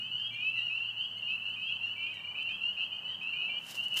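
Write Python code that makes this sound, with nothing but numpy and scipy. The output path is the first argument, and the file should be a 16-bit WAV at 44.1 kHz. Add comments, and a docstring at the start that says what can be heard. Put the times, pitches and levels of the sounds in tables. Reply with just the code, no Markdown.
"""Rising whistled peeps, near and far: a chorus of spring peepers at a marshy pool, with one short trill.
Each frog's vocal sac radiates a nearly pure tone, and trunks and water scatter it into reverberation.
A far bird squeaks in hoarse harmonic notes, and a distant engine hums, slowly sinking, in a wash of air.
Close by, dry leaves tick; near the end they rustle in a swarm of tiny impulses over a soft footfall."""
import sys
import numpy as np
from scipy import signal
from scipy.fft import rfft, irfft
from scipy.io import wavfile
from scipy.ndimage import uniform_filter1d

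SR = 44100
rng = np.random.default_rng(int(sys.argv[2]) if len(sys.argv) > 2 else 0)


def materialize(psi):
    """Save the field psi as 16-bit PCM at rate SR to the path in sys.argv[1].

    A 1-D psi becomes a single channel; in a 2-D psi each row is a channel.
    """
    bounded = np.clip(np.atleast_2d(psi).T, -1, 1)
    quanta = np.round(bounded * 32767).astype(np.int16)
    wavfile.write(sys.argv[1], SR, quanta)


N = 176400

# Levels in the tables are relative.
# Near calls: start_s, length_s, first_hz, last_hz, sag_hz, level_db, swell_db
NEAR_PEEPS = [(-0.03, 0.061, 2787, 2894.0, -11, -35.5, 3.5), (0.0, 0.12, 2520, 2708.0, 22, -45.5, 11.5),
              (0.018, 0.08, 2945, 3150.0, -0.5, -40, -11), (0.11, 0.076, 2925, 3158.0, -1.5, -39.5, -8),
              (0.115, 0.17, 2822, 3276.0, 1.5, -36.5, -1.5), (0.172, 0.098, 2777, 2942.0, 15.5, -40, 6),
              (0.243, 0.065, 2634, 2674.0, 1, -48.5, 6), (0.305, 0.2, 2318, 2690.0, 49, -39, 16.5),
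              (0.331, 0.097, 2735, 2886.0, 21.5, -42.5, 9), (0.42, 0.086, 2940, 3086.0, 9, -41, -3),
              (0.423, 0.1, 2544.0, 2686.0, 7, -34.5, 0.5), (0.53, 0.14, 2654, 2924.0, 4.5, -33.5, 0),
              (0.565, 0.04, 2657, 2702.0, -9.5, -34, 6), (0.561, 0.061, 2854, 3088.0, 1, -42.5, -7),
              (0.66, 0.045, 2822.0, 2830.0, 15.5, -35, -2), (0.691, 0.093, 2494, 2780.0, -6, -34.5, 1.5),
              (0.746, 0.045, 2936.0, 3030.0, 24.5, -39, 2), (0.786, 0.08, 2637, 2736.0, -23, -42.5, 7),
              (0.796, 0.11, 2702, 2956.0, -6.5, -37, -4.5), (0.839, 0.08, 2977, 3200.0, -18.5, -43.5, -4),
              (0.963, 0.099, 2898, 3244.0, 7, -36.5, 0), (0.973, 0.069, 2732, 2862.0, 17.5, -40.5, -7),
              (1.0, 0.15, 2862.0, 3106.0, 25, -42.5, -6), (1.128, 0.06, 2830, 3020.0, 25.5, -42, 10),
              (1.215, 0.099, 2766, 2900.0, -1.5, -36, 3), (1.25, 0.085, 2910, 3154.0, 5.5, -42.5, 3),
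              (1.274, 0.087, 2528, 2700.0, 11, -34.5, 4.5), (1.29, 0.082, 2692, 2856.0, 0, -39.5, -5),
              (1.412, 0.092, 2622, 2824.0, -28.5, -43.5, -13), (1.449, 0.11, 2818.0, 3144.0, 32, -39, -7),
              (1.46, 0.091, 2674.0, 2796.0, 38.5, -40, -9), (1.557, 0.175, 2485, 2848.0, 29.5, -38.5, 7.5),
              (1.591, 0.11, 2923, 3270.0, 12, -39.5, 2), (1.679, 0.088, 2800, 3088.0, 30, -41.5, 10),
              (1.684, 0.071, 2533, 2736.0, 3, -38, 0), (1.809, 0.076, 2707, 2868.0, 12.5, -33, 4),
              (1.815, 0.12, 2781, 3008.0, 48, -36.5, -4), (1.959, 0.165, 2318.0, 2564.0, 49, -41.5, 6),
              (1.978, 0.11, 2944.0, 3190.0, 32, -40.5, -6), (2.004, 0.079, 2674, 2830.0, 3, -39, -8),
              (2.234, 0.09, 2767, 3030.0, 1.5, -40, -0.5), (2.348, 0.15, 2518.0, 2864.0, 37, -38.5, 9),
              (2.353, 0.064, 2712.0, 2762.0, 15, -40, 5), (2.36, 0.07, 2937, 3092.0, 34, -39, -1),
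              (2.373, 0.065, 2940.0, 3086.0, -2, -46.5, 13), (2.449, 0.12, 2892, 3240.0, 4, -41, 2.5),
              (2.483, 0.065, 2444, 2546.0, 18, -41.5, 1), (2.491, 0.072, 2590, 2736.0, 15, -42, 2.5),
              (2.606, 0.11, 2685, 2930.0, 4, -34, -5), (2.627, 0.075, 2803, 2896.0, 1, -35.5, -4.5),
              (2.763, 0.08, 2525, 2700.0, 6, -38, 10), (2.771, 0.09, 2710, 2836.0, -5, -38.5, 2),
              (2.768, 0.084, 2808, 2980.0, 20.5, -36, 0), (2.785, 0.091, 2992, 3216.0, 2, -43, -2),
              (2.915, 0.053, 2500, 2530.0, 21, -49.5, -1), (2.915, 0.071, 3012, 3146.0, -1, -41.5, -14.5),
              (2.922, 0.08, 2800, 2944.0, 9.5, -42.5, -3), (3.01, 0.073, 2525, 2712.0, -0.5, -47, 9),
              (3.044, 0.11, 2910, 3210.0, 5.5, -38, -5), (3.079, 0.089, 2880, 3020.0, 10.5, -44.5, -8),
              (3.206, 0.11, 2656, 2874.0, 35, -41.5, 10), (3.207, 0.22, 2518, 2986.0, 24.5, -37.5, 2),
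              (3.304, 0.07, 2993, 3030.0, 1.5, -43, 10), (3.33, 0.26, 2388, 2964.0, 55, -37.5, 7),
              (3.363, 0.1, 2536, 2746.0, 7, -42, 16), (3.39, 0.076, 2786, 2900.0, -4, -38, 5),
              (3.486, 0.12, 2373, 2446.0, 47, -46, -18), (3.49, 0.1, 2903, 3206.0, -8.5, -42, -8.5),
              (3.73, 0.08, 2788, 2926.0, 20, -42, 10), (3.74, 0.11, 2927, 3140.0, 24.5, -45.5, 1),
              (3.768, 0.11, 2709, 2976.0, 10.5, -35, 4), (3.907, 0.096, 2880, 3144.0, -1, -36.5, -2),
              (3.921, 0.061, 2820, 2884.0, 2.5, -34.5, 11), (3.932, 0.049, 2670.0, 2760.0, 20, -38.5, 3)]
# Partials of a peep: pitch_ratio
PARTIAL_RATIOS = [.5, 1, 1.5, 2, 2.5]
# Strength of those partials: level_db
PARTIAL_LEVELS = [-32.5, 1.5, -30, -41.5, -46]
# Low-voiced frogs sit nearest and excite the woods least: first_hz, echo_db
ECHO_BY_PITCH = [(2400, -12.5), (2540, -1.5), (2750, -1.5), (2950, -0.5)]
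# Pulses of the trill: start_s, length_s, pitch_hz, level_db
TRILL_PULSES = [(2.06, 0.014, 2280, -49), (2.095, 0.012, 2380, -47.5), (2.127, .013, 2250, -47),
                (2.165, 0.012, 2330, -44), (2.198, 0.013, 2360, -46), (2.234, .015, 2370, -42.5),
                (2.266, 0.014, 2354, -44), (2.304, 0.021, 2385, -46.5), (2.34, 0.025, 2385, -44.5),
                (2.383, .03, 2435, -45)]
# Squeaks of the bird: start_s, length_s, first_hz, last_hz, level_db
BIRD_NOTES = [(0.188, 0.023, 1790, 1670, -59.5), (0.32, 0.034, 2045, 2140, -60.5),
              (0.355, .04, 1970, 1633, -65), (0.553, 0.081, 2030, 1910, -55.5),
              (0.778, 0.035, 1815, 1684, -66), (1.164, 0.03, 2064, 2150, -61.5),
              (1.204, 0.038, 1867, 1700, -65), (1.826, 0.023, 1970, 2100, -63),
              (1.859, 0.041, 1880, 1676, -62.5), (2.125, .08, 2040, 1813, -60.5),
              (2.489, 0.036, 1890, 1627, -61), (2.718, .03, 1816, 1645, -68),
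              (3.07, 0.088, 2000, 1824, -62.5)]
# The bird's first four harmonics: level_db
BIRD_HARMONICS = [0.5, -1.5, -6.5, -10.5]
# Envelope of the rustle: time_s, level_db
RUSTLE_ENVELOPE = [(3.5, -78), (3.6, -68.5), (3.67, -55.5), (3.712, -46), (3.738, -54.5), (3.757, -46.5),
                   (3.775, -55), (3.82, -62), (3.845, -56), (3.87, -67.5), (3.955, -59), (3.972, -36.5),
                   (3.988, -41.5), (4, -46)]
# Spectral density of the rustle: frequency_hz, level_db
LEAF_SPECTRUM = [(40, -22), (150, -1), (600, -0.5), (1500, 3), (4000, 6), (7000, 4), (10000, -1.5),
                 (15500, -2.5)]
# Single twigs and leaves: start_s, peak_db, top_hz
TWIG_TICKS = [(1.494, -58.5, 12000), (1.968, -59, 11900), (2.142, -51, 8500), (2.148, -56, 8680),
              (2.155, -58, 8500), (2.429, -49, 10000), (3.232, -55, 9000), (3.237, -57, 8000),
              (3.6667, -42.5, 12960), (3.7544, -38, 8800), (3.8392, -46, 13000), (3.883, -45, 13800),
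              (3.9417, -39, 14000), (3.9748, -33, 11000), (3.9902, -22.5, 16000)]
# One soft step in the leaves: start_s, peak_db
FOOTFALL = (3.744, -45.5)
# Fundamental of the engine: time_s, pitch_hz, level_db
ENGINE_TRACK = [(0, 117.3, -58), (.6, 113.3, -60.5), (1.2, 106, -63.5), (2, 101.7, -61),
                (2.8, 98.74, -66.5), (3.55, 95.1, -70), (3.63, 118.5, -77), (3.8, 114.7, -61),
                (4, 100.7, -73)]
# Spectral density of the air: frequency_hz, level_db
AIR_SPECTRUM = [(20, -25.5), (45, -22), (75, -12), (100, 3), (190, 7.5), (270, -0.5), (380, -4.5),
                (600, -2), (950, 0.5), (1800, -3.5), (3500, -19.5), (5500, -21.5), (8000, -21.5),
                (10500, -29), (13000, -23), (16000, -24.5)]
# Growth of the air's low and middle frequencies: time_s, gain_db
AIR_SWELL = [(0, 0.5), (1.2, 0.8), (2.5, 3.5), (3.5, 5), (4, 4.5)]

ATTACK_S, RELEASE_S = .0087, .0099
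WAVER_HZ, FLUTTER_DB = 5, 2  # rms modulation within a call


def near_frogs(direct_db=-.5, echo_db=-5):
    """Direct and reverberant fields add: each near peep arrives with its echo from the woods."""
    direct, sent = np.zeros((2, N))
    for start, length, first_hz, *shape in NEAR_PEEPS:
        call = peep(length, first_hz, *shape)
        add(direct, start, call)
        add(sent, start, call * spectrum(ECHO_BY_PITCH, first_hz))
    return amp(direct_db) * direct + amp(echo_db) * woods(sent)


def peep(length, first_hz, last_hz, sag_hz, level_db, swell_db):
    """Selective radiation: the vocal sac favours one partial, while its faint neighbours come and go."""
    phase, envelope = glide(length, first_hz, last_hz, sag_hz, swell_db)
    drifts = flutter(np.arange(len(phase)) / SR, len(PARTIAL_RATIOS))
    tone = sum(amp(db + FLUTTER_DB * drift * (ratio != 1)) * np.sin(ratio * phase)
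               for ratio, db, drift in zip(PARTIAL_RATIOS, PARTIAL_LEVELS, drifts))
    return amp(level_db) * envelope * tone


def glide(length, first_hz, last_hz, sag_hz=0, swell_db=0):
    """Phase is the integral of frequency: returns the phase and envelope of one gliding note."""
    t = np.arange(0, length + RELEASE_S / 2, 1 / SR)
    progress = t / length
    waver, tremble = flutter(t, 2)
    sag = sag_hz * (1 - (2 * progress - 1) ** 2)
    hz = first_hz + (last_hz - first_hz) * progress - sag + WAVER_HZ * waver
    ramp = np.clip(np.minimum(t / ATTACK_S, (t[-1] - t) / RELEASE_S), 0, 1)
    envelope = np.sin(np.pi / 2 * ramp) ** 2 * amp(swell_db * (progress - .5) + FLUTTER_DB * tremble)
    return 2 * np.pi * np.cumsum(hz) / SR, envelope


def flutter(t, count):
    """Random modulation: six sinusoids of unrelated rates sum to each curve, of rms about 1."""
    rates_hz = rng.uniform(4.03, 65, (count, 6, 1))
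    offsets = rng.random((count, 6, 1))
    coarse_t = np.linspace(0, t[-1], 100)
    curves = np.sin(2 * np.pi * (rates_hz * coarse_t + offsets)).sum(1) / np.sqrt(3)
    return [np.interp(t, coarse_t, row) for row in curves]


def trill(half_rise_hz=25, echo_db=-9):
    """A pulse train: one close frog stutters short rising peeps, slowing at the end."""
    out = np.zeros(N)
    for start, length, hz, db in TRILL_PULSES:
        add(out, start, peep(length, hz - half_rise_hz, hz + half_rise_hz, 0, db, 0))
    return out + amp(echo_db) * woods(out)


def far_frogs(calls_per_s=30, length_s=.12, low_hz=2573, high_hz=2948, rise_hz=229.2):
    """Incoherent sources: many random peeps across the marsh, heard only as reverberation."""
    out = np.zeros(N)
    for slot, (when, pitch, size, loudness) in enumerate(rng.random((200, 4))):
        start = (slot + when) / calls_per_s - length_s
        if start < N / SR:
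            hz = low_hz + (high_hz - low_hz) * pitch
            length = length_s * (.7 + .586 * size)
            level_db = -52.5 + 6.5 * (2 * loudness - 1)
            add(out, start, peep(length, hz, hz + rise_hz, 0, level_db, swell_db=2.3))
    return woods(out)


def woods(sound, early_t60_s=.18, early_db=2.5, tail_t60_s=1, delay_s=.006):
    """Reverberation by scattering: close trunks and the water answer first, then a longer tail decays."""
    t = np.arange(SR) / SR
    decay = amp(-60 * t / tail_t60_s) + amp(early_db - 60 * t / early_t60_s)
    reflections = rng.standard_normal(SR) * (rng.random(SR) < .05) * (t > delay_s) * decay
    return signal.fftconvolve(sound, reflections / np.linalg.norm(reflections))[:N]


def bird(jitter_hz=28.8, dulling_db_per_s=129.5, echo_db=-6.5):
    """Frequency jitter roughens a harmonic series into short, slightly hoarse notes."""
    out = np.zeros(N)
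    for start, length, first_hz, last_hz, db in BIRD_NOTES:
        phase, envelope = glide(length, first_hz, last_hz)
        jitter = unit(uniform_filter1d(rng.standard_normal(len(phase)), size=100))
        phase += 2 * np.pi * np.cumsum(jitter_hz * jitter) / SR
        loss_db = dulling_db_per_s * length  # longer notes have weaker upper harmonics
        tone = sum(amp(harmonic_db - (k > 2) * loss_db) * np.sin(k * phase)
                   for k, harmonic_db in enumerate(BIRD_HARMONICS, 1))
        add(out, start, amp(db) * envelope * tone)
    return out + amp(echo_db) * woods(out)


def leaves(crackles_per_s=7000, spread_db=2.5):
    """Shot noise: dense tiny crackles of dry leaves merge into a rustle."""
    crackles = rng.choice([-1, 1], N) * amp(spread_db * np.minimum(rng.exponential(1, N), 4))
    crackles *= rng.random(N) < crackles_per_s / SR
    colour = spectrum(LEAF_SPECTRUM, np.fft.rfftfreq(N, 1 / SR))
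    return unit(irfft(rfft(crackles) * colour, N)) * amp(curve(RUSTLE_ENVELOPE))


def twigs(decay_s=.0016, low_hz=3000):
    """Damped transients: each twig or leaf ticks in a bright noise burst that decays exponentially."""
    out = np.zeros(N)
    t = np.arange(1000) / SR
    for start, db, top_hz in TWIG_TICKS:
        burst = rng.standard_normal(len(t)) * np.exp(-t / decay_s)
        tick = signal.lfilter(*signal.butter(2, [low_hz, top_hz], "band", fs=SR), burst)
        add(out, start, amp(db) * tick / abs(tick).max())
    return out


def footfall(band_hz=(329, 700)):
    """The impulse response of a low band gives the dull knock of a step under the rustle."""
    start, db = FOOTFALL
    out = np.zeros(N)
    band = signal.butter(2, band_hz, "band", fs=SR, output="sos")
    knock = signal.sosfilt(band, signal.unit_impulse(2000))
    add(out, start, amp(db) * knock / abs(knock).max())
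    return out


def engine(waver_hz=1.5, flutter_db=2, second_db=-10.5):
    """A periodic source heard from afar: the engine's two lowest harmonics waver in the air."""
    hz = curve(ENGINE_TRACK) + waver_hz * wander(12)
    phase = 2 * np.pi * np.cumsum(hz) / SR
    first = amp(flutter_db * wander(30)) * np.sin(phase)
    second = amp(second_db + flutter_db * wander(17)) * np.sin(2 * phase)
    return amp(curve(ENGINE_TRACK, column=2)) * (first + second)


def air(level_db=-59, patch_db=1.5, body_hz=1800):
    """Broadband ambient noise: patches of its spectrum drift, and its body slowly grows."""
    hz, t, noise = signal.stft(rng.standard_normal(N), SR, nperseg=2048, noverlap=1536)
    patches = uniform_filter1d(rng.standard_normal(noise.shape), size=20, axis=0)
    patches = unit(uniform_filter1d(patches, size=8, axis=1))
    swell_db = np.interp(t, *np.transpose(AIR_SWELL)) / (1 + (hz[:, None] / body_hz) ** 2)
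    shaped = noise * spectrum(AIR_SPECTRUM, hz)[:, None] * amp(patch_db * patches + swell_db)
    _, wash = signal.istft(shaped, SR, nperseg=2048, noverlap=1536)
    return amp(level_db) * unit(wash[:N])


def wander(cutoff_hz):
    """Low-pass filtered noise gives slow random motion of rms 1."""
    hz = np.fft.rfftfreq(N, 1 / SR)
    return unit(irfft(rfft(rng.standard_normal(N)) * np.exp(-(hz / cutoff_hz) ** 2), N))


def amp(db):
    """The decibel law: 20 dB is a factor of ten in amplitude."""
    return 10 ** (np.asarray(db) / 20)


def unit(x):
    """Normalisation to rms 1."""
    return x / np.sqrt(np.mean(x ** 2) + 1e-20)


def curve(rows, column=1):
    """Linear interpolation of a time table at every sample."""
    rows = np.array(rows)
    return np.interp(np.arange(N) / SR, rows[:, 0], rows[:, column])


def spectrum(points, hz):
    """Frequency response: gain from levels interpolated on a log-frequency axis."""
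    points_hz, db = np.transpose(points)
    return amp(np.interp(np.log(hz + 1), np.log(points_hz), db))


def add(mix, start, sound):
    """Superposition of a sound on the mix at its start time."""
    at = round(start * SR)
    sound = sound[max(-at, 0):]
    part = mix[max(at, 0):][:len(sound)]
    part += sound[:len(part)]


def scene():
    """Sound pressures add: the calls and their surroundings sum in one channel."""
    calls = near_frogs() + trill() + far_frogs() + bird()
    return (calls + engine() + air() + leaves() + twigs() + footfall())[None]


def record(dry):
    """Band limiting: a low-pass filter removes the highest treble."""
    lowpass = signal.firwin(1023, cutoff=15380, window=("kaiser", 9), fs=SR)
    return signal.oaconvolve(dry, lowpass[None], "same")


dry = scene()
out = record(dry)
materialize(out)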